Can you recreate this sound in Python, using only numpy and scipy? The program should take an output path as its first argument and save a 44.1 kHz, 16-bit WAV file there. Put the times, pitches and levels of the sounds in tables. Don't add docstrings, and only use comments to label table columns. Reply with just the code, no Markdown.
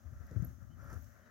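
import sys
import numpy as np
from scipy import signal
from scipy.fft import rfft, irfft
from scipy.io import wavfile
from scipy.ndimage import uniform_filter1d

SR = 44100
rng = np.random.default_rng(int(sys.argv[2]) if len(sys.argv) > 2 else 0)


def master(y):
    cut = np.clip(np.atleast_2d(y).T, -1, 1)
    pcm = np.round(cut * 32767)
    wavfile.write(sys.argv[1], SR, pcm.astype(np.int16))


N = 57330


# start_s, level_db (of the crunch), decay_s (of the crunch)
HEEL_KNOCKS = [(0.310, -50, 0.036), (0.44, -48.5, .007), (0.926, -51, 0.023)]
# frequency_hz, level_db
CRUNCH_COLOUR = [(50, -26), (110, 0), (220, 3), (330, -6), (520, -0.5), (800, -28.5), (1500, -22),
                 (2500, -44), (6000, -40), (15000, -61)]
# pitch_hz, level_db (within the thump), decay_s
SOLE_MODES = [(178.5, -4, 0.022), (267, 0, 0.0068), (506, -3.5, 0.0038)]
HEEL_ATTACK_S, HEEL_PAN_DB = 0.0023, 3
THUMP_OVER_CRUNCH_DB = 6

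# start_s, rise_s, hold_s, release_s, level_db, pan_db
SOLE_SLIDES = [(0.065, 0.13, 0.024, 0.12, -68.5, 0.5), (0.297, .06, 0.097, 0.069, -67, 5),
               (0.594, 0.018, 0.021, 0.027, -66, 9.5), (0.763, 0.037, 0.18, 0.017, -60.5, 3),
               (0.799, .12, 0.026, 0.014, -56, .5)]
# frequency_hz, level_db
RUB_COLOUR = [(200, -10.5), (300, -10), (450, -13.5), (580, -1), (700, -9), (850, -10.5), (1050, -10.5),
              (1200, -3.5), (1340, 4), (1460, -4), (1750, -6.5), (2100, -18), (2650, -29.5), (4000, -38.5),
              (5800, -21), (8000, -38), (10400, -35), (12100, -29), (15500, -35.5)]
RUB_CUT_HZ, RUB_LIKENESS = 170, 0.88
GRIT_PER_S, GRIT_OVER_RUB_DB = 3100, -14.5
GRIT_SPREAD_DB = 4

# start_s, level_db
GRAIN_TICKS = [(0.267, -65), (0.312, -62), (0.4225, -61), (0.93, -55.5), (0.943, -64), (1.018, -76),
               (1.025, -78), (1.044, -63.5)]
# frequency_hz, level_db
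GRAIN_COLOUR = [(2000, -15.5), (4000, -9), (6200, 13.5), (8500, -6.5), (12500, 2.5), (15500, -9)]
TICK_DECAY_S = 0.0023

# time_s, level_db
CLOTH_LEVEL = [(0, -74), (0.14, -69), (0.25, -64), (0.47, -63), (0.55, -77.5), (0.73, -74), (0.8, -71.5),
               (0.95, -76.5), (1.0, -67.5), (1.15, -67), (1.3, -64.5)]
# frequency_hz, level_db
FABRIC_COLOUR = [(300, -18), (450, -7), (620, -0.5), (800, -14.5), (1050, -12), (1400, -1), (1900, -4.5),
                 (2300, -18.5), (3200, -30), (6000, -25.5), (9000, -41.5)]
CLOTH_PAN_DB = 7.5

# start_s, level_db, pitch_hz (at onset), decay_s, pan_db
CAMERA_THUDS = [(0.045, -38, 84.5, 0.0088, 15), (0.123, -36.5, 104, 0.0033, 10.5),
                (0.155, -39, 81, 0.004, -17), (0.194, -35.5, 95, 0.0068, 43), (0.234, -41, 92, 0.0055, -25),
                (0.313, -36, 109.4, 0.004, 9), (0.3576, -20.5, 140, 0.0055, 28),
                (0.392, -23, 107, 0.0038, 26), (0.421, -23.5, 183, 0.0033, 33),
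                (0.452, -29.5, 144, 0.0024, 29), (0.465, -37, 87, 0.0039, -4),
                (0.501, -39.5, 126, 0.0031, 7.5), (0.62, -40, 132, 0.0038, 24),
                (0.947, -33.5, 90.6, 0.0092, 36)]
# frequency_hz, level_db
GRIP_COLOUR = [(120, 2.5), (200, 6), (320, -1.5), (480, -6.5), (800, -30), (2000, -60)]
THUD_REST_HZ, THUD_SAG_S = 76.8, 0.014
GRIP_OVER_THUD_DB = -24

# start_s, length_s, level_db, pan_db
CASE_SQUEAKS = [(0.268, 0.0039, -64, -20), (0.423, 0.0064, -68, -16), (0.4437, 0.01, -48.5, -10.5),
                (0.459, 0.023, -64.5, 13), (0.828, 0.027, -69.5, -27), (1.016, 0.019, -69, -3)]
SQUEAK_HZ, SQUEAK_DRIFT_HZ = 11950, 46.2
SQUEAK_ROUGHNESS = 0.21

# time_s, level_db
AIR_LEVEL = [(0, -63.5), (0.05, -53), (0.11, -49), (0.29, -52.5), (0.35, -41), (0.48, -41.5), (0.55, -50),
             (0.74, -49), (0.92, -44), (1.07, -49.5), (1.11, -56), (1.3, -63.5)]
# frequency_hz, level_db
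RUMBLE_COLOUR = [(25, -21), (45, -15.5), (62, -1.5), (78, -1.5), (105, -3), (160, -15.5), (260, -20.5),
                 (400, -40), (800, -44), (2000, -83)]
AIR_CUT_HZ, AIR_RIGHT_DB = 18, -16.5

# middle_s, length_s, top_pitch_hz (before waver), level_db
BIRD_WHISTLES = [(0.727, 0.077, 3070, -74), (1.237, 0.096, 3090, -82.5), (1.257, 0.085, 3900, -83)]
BIRD_ARCH_HZ, BIRD_WAVER_HZ = 378, 20
BIRD_PAN_DB = -4

# frequency_hz, level_db
MURMUR_COLOUR = [(88, -35), (150, -1), (179, -14), (201, -7), (230, -6), (302, -19.5), (359, -18.5),
                 (490, -43.5), (561, -15), (656, -20.5), (966, -32.5), (1200, -19.5), (1290, -22),
                 (1400, -22.5), (2020, -42), (2140, -52.5), (2980, -41), (3760, -44.5), (6600, -38),
                 (7560, -56), (15500, -51)]
MURMUR_DB, MURMUR_WALK_DB, MURMUR_PAN_DB = -68.5, 1.03, 1
MURMUR_CUT_HZ, MURMUR_LIKENESS = 218, 0.66
# time_s, level_db
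HISS_LEVEL = [(0, -75), (0.3, -73.5), (0.49, -69), (0.58, -74), (0.75, -77), (0.87, -76), (0.95, -68.5),
              (1.06, -69), (1.17, -74), (1.3, -77.5)]
# frequency_hz, level_db
TREBLE_COLOUR = [(2500, -10.5), (4600, -17), (5700, -4), (6500, -0.5), (7600, -12.5), (10000, -15.5),
                 (11400, -9.5), (12200, -3), (13500, -11), (15500, -6)]

PORT_LAG_S, PORT_BLEND_HZ = 0.00013, 2640
LOW_CUT_HZ, TOP_HZ = 42, 15850


def undb(db):
    return 10 ** (np.asarray(db) / 20)


def unit(x):
    return x / np.sqrt(np.mean(x ** 2))


def clock():
    return np.arange(N) / SR


def curve(rows):
    return undb(np.interp(clock(), *np.array(rows).T))


def pan(db):
    return undb(np.minimum([[db], [-db]], 0))


def colour(x, points, cut_hz=20):
    f = np.arange(N // 2 + 1) * SR / N + 0.0011
    hz, db = np.array(points).T
    shape = undb(np.interp(np.log(f), np.log(hz), db))
    low_cut = np.hypot(1, np.square(np.square(cut_hz / f)))
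    return unit(irfft(rfft(x) * shape / low_cut, N))


def pair(likeness):
    c = np.clip(likeness, 0, 1)
    shared = np.sqrt(c) * rng.standard_normal(N)
    return shared + np.sqrt(1 - c) * rng.standard_normal((2, N))


def walk(rate):
    k = max(int(SR / rate), 1)
    held = rng.standard_normal(N)[np.arange(N) // k]
    return unit(uniform_filter1d(uniform_filter1d(held, k), k))


def heels():
    crunch = colour(pair(1.0), CRUNCH_COLOUR)
    out = 0
    for start, db, decay in HEEL_KNOCKS:
        age = np.maximum(clock() - start, 0)
        thump = 0
        for hz, mode_db, ring in SOLE_MODES:
            thump = thump + undb(mode_db) * np.sin(2 * np.pi * hz * age) * np.exp(-age / ring)
        attack = np.minimum(age / HEEL_ATTACK_S, 1)
        knock = crunch * np.exp(-age / decay) + undb(THUMP_OVER_CRUNCH_DB) * thump
        out = out + undb(db) * attack * knock
    return out * pan(HEEL_PAN_DB)


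def scuffs():
    rub = colour(pair(RUB_LIKENESS), RUB_COLOUR, RUB_CUT_HZ) * undb(0.87 * walk(70.6))
    struck = rng.random(N) < GRIT_PER_S / SR
    boost = undb(GRIT_SPREAD_DB * rng.exponential(size=N))
    grains = struck * rng.standard_normal((2, N)) * boost
    sound = rub + undb(GRIT_OVER_RUB_DB) * colour(grains, TREBLE_COLOUR)
    power = 0
    for start, rise, hold, release, db, side_db in SOLE_SLIDES:
        age = clock() - start
        swell = np.clip(age / rise, 0, 1)
        fade = np.exp(-np.maximum(age - rise - hold, 0) / release)
        power = power + (undb(db) * pan(side_db) * swell * fade) ** 2
    return sound * np.sqrt(power)


def ticks():
    env = 0
    for start, db in GRAIN_TICKS:
        age = clock() - start
        env = env + undb(db) * (age > 0) * np.exp(-np.abs(age) / TICK_DECAY_S)
    return colour(pair(0.15), GRAIN_COLOUR) * env


def cloth():
    rustle = colour(pair(0.48), FABRIC_COLOUR, 370)
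    return rustle * curve(CLOTH_LEVEL) * undb(2.13 * walk(50)) * pan(CLOTH_PAN_DB)


def thuds():
    out = np.zeros((2, N))
    rustle = undb(GRIP_OVER_THUD_DB) * colour(rng.standard_normal(N), GRIP_COLOUR, 86)
    for start, db, hz, decay, side_db in CAMERA_THUDS:
        age = np.maximum(clock() - start, 0)
        pitch = THUD_REST_HZ + (hz - THUD_REST_HZ) * np.exp(-age / THUD_SAG_S)
        tone = np.sin(2 * np.pi * np.cumsum(pitch * (age > 0)) / SR)
        env = (age / (2 * decay)) ** 2 * np.exp(2 - age / decay)
        out += undb(db) * pan(side_db) * env * (tone + rustle)
    return out


def squeaks():
    pitch = SQUEAK_HZ + SQUEAK_DRIFT_HZ * walk(900)
    tone = np.sin(2 * np.pi * np.cumsum(pitch) / SR)
    tone = unit(tone * (1 + SQUEAK_ROUGHNESS * walk(500)))
    env = 0
    for start, length, db, side_db in CASE_SQUEAKS:
        swell = np.sin(np.pi * np.clip((clock() - start) / length, 0, 1))
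        env = env + undb(db) * pan(side_db) * swell
    return tone * env


def air():
    eddies = colour(rng.standard_normal((2, N)), RUMBLE_COLOUR, AIR_CUT_HZ)
    eddies = eddies / np.sqrt(uniform_filter1d(eddies ** 2, size=1500))
    return eddies * curve(AIR_LEVEL) * undb([[0], [AIR_RIGHT_DB]])


def bird():
    out, waver = 0, BIRD_WAVER_HZ * walk(250)
    for middle, length, hz, db in BIRD_WHISTLES:
        u = np.clip(2 * (clock() - middle) / length, -1, 1)
        pitch = hz + waver - BIRD_ARCH_HZ * u ** 2
        whistle = np.sin(2 * np.pi * np.cumsum(pitch) / SR)
        out = out + whistle * np.cos(np.pi * u / 2) ** 2 * undb(db)
    return out * pan(BIRD_PAN_DB)


def yard():
    murmur = colour(pair(MURMUR_LIKENESS), MURMUR_COLOUR, MURMUR_CUT_HZ)
    murmur = murmur * undb(MURMUR_DB + MURMUR_WALK_DB * walk(12.17)) * pan(MURMUR_PAN_DB)
    hiss = colour(pair(0.067), TREBLE_COLOUR) * curve(HISS_LEVEL)
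    return murmur + hiss


def ports(x):
    f = np.arange(N // 2 + 1) * SR / N
    lag = PORT_LAG_S / (1 + np.square(np.square(f / PORT_BLEND_HZ)))
    left = irfft(rfft(x[0]) * np.exp(-2j * np.pi * f * lag), N)
    return np.array([left, x[1]])


def scene():
    airborne = ports(heels() + scuffs() + cloth() + yard())
    return airborne + ticks() + thuds() + squeaks() + air() + bird()


def record(dry):
    low_cut = signal.butter(4, LOW_CUT_HZ, "high", fs=SR, output="sos")
    top_cut = signal.ellip(10, .2, 70, TOP_HZ, fs=SR, output="sos")
    return signal.sosfilt(top_cut, signal.sosfilt(low_cut, dry))


dry = scene()
out = record(dry)
master(out)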